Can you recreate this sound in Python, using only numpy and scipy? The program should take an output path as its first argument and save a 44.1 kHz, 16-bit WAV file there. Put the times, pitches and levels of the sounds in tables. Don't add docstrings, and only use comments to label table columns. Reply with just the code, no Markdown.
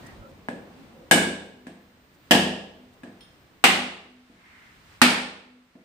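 import sys
import numpy as np
from scipy import signal
from scipy.io import wavfile
from scipy.ndimage import uniform_filter1d

SR = 44100
rng = np.random.default_rng(int(sys.argv[2]) if len(sys.argv) > 2 else 0)


def gain_from_db(level_db):
    decades = np.asarray(level_db, float) / 20
    return 10 ** decades


def to_wav(s):
    ch = np.atleast_2d(s).T
    pcm = np.round(np.clip(ch, -1, 1) * 32767)
    wavfile.write(sys.argv[1], SR, pcm.astype(np.int16))


N = 257544


def evened(x):
    return x / np.sqrt(np.mean(x ** 2) + 1e-20)


def unit(x):
    return x / np.linalg.norm(x)


def read(points, hz):
    f, value = np.transpose(points)
    return np.interp(np.log(hz + 1), np.log(f + 1), value)


def add(mix, s, sound):
    part = mix[:, round(s * SR):][:, :sound.shape[-1]]
    part += sound[..., :part.shape[-1]]


# (frequency [Hz], likeness [-1 to 1])
LIKENESS = [(60, 0.97), (200, 0.89), (380, 0.63), (640, 0.78), (1200, 0), (15000, 0.085)]
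# (frequency [Hz], left minus right [dB])
BALANCE = [(60, -1.5), (180, 0), (550, 0.5), (1650, -0.5), (4970, -1.5), (15000, 2.5)]


def stereo_noise(size, shape_db, hop=64):
    frames = size // hop + 5
    hz = np.fft.rfftfreq(4 * hop, 1 / SR)[:, None]
    a, b, c, d = rng.standard_normal((frames, len(hz), 4)).T
    same = np.clip(read(LIKENESS, hz), -1, 1)
    left = a + 1j * b
    right = same * left + np.sqrt(1 - same ** 2) * (c + 1j * d)
    balance_db = read(BALANCE, hz) * np.array([.5, -.5])[:, None, None]
    gain_db = shape_db(hz, np.arange(frames) * hop / SR) + balance_db
    spectra = np.array([left, right]) * gain_from_db(gain_db)
    return signal.istft(spectra, nperseg=4 * hop, noverlap=3 * hop)[1][:, :size]


DUCK_DB = [2, 2, 8.3, 9]


def ducking():
    hold_s, release_s = 0.6, 0.56
    t, down = np.arange(N) / SR, 0
    for blow, depth_db in zip(BLOWS, DUCK_DB):
        hold = np.clip(1 - (t - blow[0] - hold_s) / release_s, 0, 1) * (t > blow[0])
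        down = np.maximum(down, depth_db * hold)
    return uniform_filter1d(down, 400)


# (frequency [Hz], level [dB per Hz])
WASH = [(20, -10.5), (70, 4.5), (130, -1), (230, -2.5), (500, -10), (1000, -15), (2000, -16), (4000, -22.5),
        (6500, -30), (9500, -32), (10300, -42.5), (14500, -37.5), (15000, -42.5), (15400, -50),
        (15800, -71.5)]
# (time [s], level over calm [dB])
BUSY = [(0, 15), (.2, 11), (.47, 6.5), (.75, 9), (1.05, 7.5), (1.9, 0.5), (2.2, -0.5), (2.95, 5), (3.3, 2),
        (3.6, 0.5), (4.4, -1.5), (4.8, -2), (5.0, -5), (5.84, -6.5)]
# (calm level [dB], share of bustle [ratio], share of ducking [ratio], share of a car [dB])
WASH_LAYERS = [
    (-65.5, .6, 1, -6.5),
    (-61, 0.96, 0.89, -28.5),
    (-61, 0.21, 0.25, 1),
]
# (time [s], length [s], level [dB])
CARS = [
    (0.038, 0.12, -54.5),
    (0.814, 0.1, -61.5),
    (2.3, 0.057, -61.5),
    (3.305, 0.13, -68),
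    (4.676, 0.41, -59),
    (4.932, 0.052, -55.5),
]


def wash():
    t = np.arange(N) / SR
    busy_db, down_db = np.interp(t, *np.transpose(BUSY)), ducking()
    cars = sum(gain_from_db(db) ** 2 * np.exp(-((t - s) / length) ** 2) for s, length, db in CARS)
    ranges = [[(130, -5), (220, -27.0)],
              [(110, -30.5), (180, -7.0), (1000, -7.0), (1700, -20.0)],
              [(600, -15.0), (1100, -2.5)]]
    mix = 0
    for (calm_db, busy_share, duck_share, car_db), part in zip(WASH_LAYERS, ranges):
        grain = rng.standard_normal((513, N // 256 + 5))
        patches = evened(uniform_filter1d(uniform_filter1d(grain, 8, 0), 12, 1))
        layer = stereo_noise(N, lambda hz, s: read(WASH, hz) + read(part, hz) + 0.24 * patches, hop=256)
        level = np.sqrt(gain_from_db(calm_db + busy_share * busy_db) ** 2 + gain_from_db(car_db) ** 2 * cars)
        mix = mix + evened(layer) * level * gain_from_db(-duck_share * down_db)
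    return mix


# (start [s], end [s], frequency [Hz], width [Hz], level [dB])
FAR_TONES = [(0, .17, 1850, 240, -52.5), (0.117, 0.177, 74.5, 20, -46.5), (0.163, 0.246, 65, 20, -43.5),
             (0.286, .38, 65, 20, -49.5), (.17, 0.37, 549.7, 8.3, -51), (0.189, 0.303, 1340, 78, -54),
             (0.719, 0.895, 254, 50, -51), (.9, 1.12, 528, 86, -53), (4.307, 4.803, 2110, 110, -61),
             (4.28, 4.884, 1900, 1300, -55.5), (5.802, 5.84, 2230, 23, -65.5)]


def far_tones():
    mix = np.zeros((2, N))
    for start, end, tone_hz, width, db in FAR_TONES:
        size = round((end - start) * SR)
        tone = stereo_noise(size, lambda hz, s: -20 * np.log10(1 + (2 * (hz - tone_hz) / width) ** 2) + 0 * s,
                            hop=512)
        add(mix, start, gain_from_db(db) * evened(tone) * signal.windows.tukey(size, .85))
    return mix


# (frequency [Hz], rms level [dB])
WHINE = [(14826, -90.5), (14928, -75), (14976, -95.5), (15127, -78.5), (15229, -94.5)]


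def whine():
    start_db, sag_db_per_s, duck_share = 3.5, 0.6, 1.05
    t = np.arange(N) / SR
    level_db = start_db - sag_db_per_s * t - duck_share * ducking()
    wavers = evened(uniform_filter1d(rng.standard_normal((len(WHINE), 2, N)), 2500))
    mix = 0
    for (hz, db), waver in zip(WHINE, wavers):
        line = np.sin(2 * np.pi * (hz * t + rng.random((2, 1))))
        mix = mix + np.sqrt(2) * gain_from_db(db + level_db + 2.5 * waver) * line
    return mix


# (time [s], length [s], level [dB])
RUSTLES = [
    (.058, 0.022, -52),
    (0.281, 0.047, -68.5),
    (0.356, 0.048, -75.5),
    (2.13, 0.038, -66.5),
    (2.926, 0.028, -66.5),
    (4.88, 0.0087, -71.5),
]


def rustles():
    colour = [(1000, -22.0), (3000, -6), (9500, -5.5), (10300, -16.5)]  # (Hz, dB)
    mix = np.zeros((2, N))
    for s, length, db in RUSTLES:
        size = round(length * SR)
        brush = stereo_noise(size, lambda hz, t: read(colour, hz) + 0 * t)
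        add(mix, s, gain_from_db(db) * evened(brush) * np.hanning(size))
    return mix


def causal(gain_db):
    spectrum = np.exp(np.conj(signal.hilbert(np.log(gain_from_db(gain_db)))))
    return np.fft.ifft(spectrum).real[:len(gain_db) // 2]


def knock(ring_db, dull_hz, shell, colour, size=8192):
    hz = abs(np.fft.fftfreq(size, 1 / SR))
    modes = sum(gain_from_db(db + ring_db) ** 2 / (1 + (2 * (hz - mode_hz) / width) ** 2) ** 2
                for mode_hz, width, db in shell)
    power = (gain_from_db(read(colour, hz)) ** 2 + modes) / (1 + (hz / dull_hz) ** 2)
    return unit(causal(10 * np.log10(power)))


def direct(sound):
    snaps = rng.standard_normal((2, 90)) * np.exp(-np.arange(90) / 20) * gain_from_db(-7)
    snaps[:, 0] = 1
    snaps[1] = np.roll(snaps[1], 9)
    push_hz, fibre_share = 2500, 0.3
    blunt = signal.lfilter(*signal.butter(2, push_hz, fs=SR), sound)
    path = blunt + fibre_share * (sound - blunt)
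    return signal.fftconvolve(path[None], unit(snaps) * np.sqrt(2), axes=1)


# (frequency [Hz], t60 [s])
WALLS = [(100, 0.26), (260, 1), (700, 0.67), (1840, 0.6), (3500, 0.63), (5500, 0.56), (8500, 0.49),
         (11500, 0.39), (15000, 0.3)]


def diffuse_tail(rise_ms=0.18):
    early_db, early_t60 = 4, 0.091
    tail = stereo_noise(SR, lambda hz, s: -60 * s / read(WALLS, hz))
    t = np.arange(SR) / SR
    early = np.sqrt(1 + gain_from_db(early_db - 60 * t / early_t60) ** 2)
    return unit(tail * early * (1 - np.exp(-t * 1000 / rise_ms))) * np.sqrt(2)


# (frequency [Hz], level [dB], t60 [s], build-up [ms], sign)
STANDING = [(72, -23, .9, 15, 1), (104, -22, .8, 15, -1), (173.5, -7, .66, 18, -1), (201, -4, .7, 18, 1),
            (245, 0, .45, 18, 1), (263, -6, .45, 18, 1), (297, -8, .5, 10, -1), (311, -11, .55, 10, 1),
            (350, -8, .6, 8, -1), (431, -15, .55, 8, 1), (496, -13, .6, 8, -1), (647, -11, .5, 6, 1),
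            (700, -14, .5, 6, -1)]


def standing_waves(jolt_db):
    t = np.arange(2 * SR) / SR
    room = 0
    for hz, db, t60, rise_ms, sign in STANDING:
        swell = (1 - np.exp(-t * 1000 / rise_ms)) ** 2
        room = room + sign * gain_from_db(db - 60 * t / t60) * swell * np.sin(2 * np.pi * hz * t)
    jolt_hz, jolt_t60 = 255, 0.054
    jolt = gain_from_db(-60 * t / jolt_t60) * np.sin(2 * np.pi * jolt_hz * t) * (1 - np.exp(-t / 0.0022))
    return unit(room) + gain_from_db(jolt_db) * unit(jolt)


def strike(mix, s, sound, lows, thud_db, direct_db):
    add(mix, s, gain_from_db(direct_db) * direct(sound))
    add(mix, s + .0005, signal.fftconvolve(sound[None], diffuse_tail(), axes=1))
    add(mix, s, gain_from_db(thud_db) * lows)


# (time [s], crack [dB], thud in standing waves [dB], direct share [dB], dull above [Hz])
TAPS = [
    (0.4859, -3, -6, 3.5, 800),
    (1.668, -13.5, -10, -1.5, 2500),
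    (3.034, -14, -9.5, -1, 1600),
    (4.298, -31.5, -21.5, -3.5, 159.8),
    (5.753, -25, -19.5, -9, 152),
]
# (frequency [Hz], width [Hz], level [dB])
TAP_SHELL = [(255, 100, -1.5), (510, 130, 1.5), (810, 260, -9.5), (1040, 200, -5.5), (1690, 180, 6),
             (2390, 120, -8.5), (3020, 110, -25.5), (8370, 700, -4)]
# (frequency [Hz], level [dB per Hz])
CRACK = [(30, -56), (130, -4.5), (250, -1), (800, 0), (1150, -8.5), (2500, -4.5), (4200, -9.5),
         (6300, -12.5), (8600, -8.5), (10300, -16), (15300, -17.5), (15900, -52.5)]


def taps():
    mix, lows = np.zeros((2, N)), standing_waves(jolt_db=-2)
    for s, crack_db, thud_db, direct_db, dull_hz in TAPS:
        sound = gain_from_db(crack_db) * knock(0.5, dull_hz, TAP_SHELL, CRACK)
        strike(mix, s, sound, lows, thud_db, direct_db)
    return mix


# (time [s], crack [dB], thud in standing waves [dB], shell ring over crack [dB], direct share [dB])
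BLOWS = [
    (1.111, 21.5, 14, 4.5, -16),
    (2.309, 21.5, 17, 0.5, -16.5),
    (3.6399, 22.5, 9.5, -1, -6),
    (5.0163, 22.5, 9.5, 1, -2.5),
]
# (frequency [Hz], width [Hz], level [dB])
SHELLS = [
    [(830, 170, -18.5), (1630, 170, 5), (2230, 130, -2), (2938, 120, -0.5), (3590, 140, -5),
     (8350, 1900, -9.5)],
    [(638, 27, 3), (770, 520, 1), (1680, 70, 8), (1835, 200, 3), (2800, 230, -3.5), (2990, 830, 3),
     (3540, 67, -25.5), (4940, 930, -7.5)],
    [(776, 110, 3), (1170, 330, -3), (1900, 110, -16), (2060, 330, 1.5), (2800, 150, 4), (2950, 170, -0.5),
     (3800, 280, -10)],
    [(862, 170, -2), (1380, 400, -2.5), (1807, 120, 3.5), (2236, 220, 0), (2640, 220, -6), (4550, 1700, -9),
     (9100, 370, -7.5)],
]
# (frequency [Hz], level [dB per Hz])
SPLIT = [(30, -38.5), (130, -18), (250, -9.5), (800, -3.5), (1150, -3.5), (2500, 1.5), (4200, -6),
         (6300, -13.5), (8600, -8.5), (10300, -19), (15300, -17), (15900, -57.5)]


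def blows():
    mix, lows = np.zeros((2, N)), standing_waves(jolt_db=-7.5)
    for blow, shell, colour in zip(BLOWS, SHELLS, [CRACK, CRACK, SPLIT, SPLIT]):
        s, crack_db, thud_db, ring_db, direct_db = blow
        sound = gain_from_db(crack_db) * knock(ring_db, 12000, shell, colour)
        strike(mix, s, sound, lows, thud_db, direct_db)
        add(mix, s, gain_from_db(crack_db + direct_db) * slap())
        add(mix, s, sink())
    add(mix, BLOWS[-1][0], hollow())
    return mix


def slap():
    hz, db, t60 = 1400, -6, 0.006
    t = np.arange(SR // 50) / SR
    return gain_from_db(db) * unit(-gain_from_db(-60 * t / t60) * np.sin(2 * np.pi * hz * t))


def sink():
    hz, db, t60, beat_s = 250, -29, 1.5, 0.37
    t = np.arange(2 * SR) / SR
    return gain_from_db(db - 60 * t / t60) * np.sin(np.pi * t / beat_s) ** 2 * np.sin(2 * np.pi * hz * t)


# (frequency [Hz], level [dB], t60 [s])
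BANGLE = [(2800, -10.5, .02), (3240, -3, .03), (3600, -2.5, .015), (4200, -5, .012), (5140, -6, .035),
          (9110, -8.5, .03)]
# (time [s], level [dB])
CLINKS = [
    (3.208, -47.5),
    (3.269, -73),
]


def bangle():
    mix, t = np.zeros((2, N)), np.arange(SR // 2) / SR
    ring = sum(gain_from_db(db - 60 * t / t60) * np.sin(2 * np.pi * hz * t) for hz, db, t60 in BANGLE)
    for s, db in CLINKS:
        walls = signal.fftconvolve(ring[None], diffuse_tail(), axes=1)[:, :len(t)]
        add(mix, s, gain_from_db(db) * (ring + gain_from_db(8.5) * walls))
    return mix


def hollow():
    hz, db, t60, rise_s = 246, -10, 0.3, 0.004
    t = np.arange(SR // 2) / SR
    return gain_from_db(db - 60 * t / t60) * (1 - np.exp(-t / rise_s)) * np.sin(2 * np.pi * hz * t)


def scene():
    no_deep_bass = signal.butter(3, 55, "high", fs=SR, output="sos")
    hits = signal.sosfilt(no_deep_bass, taps() + blows())
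    return wash() + far_tones() + whine() + rustles() + hits + bangle()


def low_pass(x):
    return signal.sosfilt(signal.butter(12, 16500, fs=SR, output="sos"), x)


def record(dry):
    power_db = 10 * np.log10(abs(uniform_filter1d((dry ** 2).mean(0), 200)) + 1e-12)
    fall_db = np.arange(N) * 7.6 / SR
    peak_db = np.maximum.accumulate(power_db + fall_db) - fall_db
    over_db = np.maximum(peak_db + 19.5, 0)
    held = dry / gain_from_db(0.083 * uniform_filter1d(over_db, 100))
    thin = signal.sosfilt(signal.butter(2, 28, "high", fs=SR, output="sos"), held)
    clipped = np.clip(thin, -.88, .88)
    mix = signal.sosfiltfilt(signal.butter(10, 15900, fs=SR, output="sos"), clipped)
    return low_pass(mix)


dry = scene()
out = record(dry)
to_wav(out)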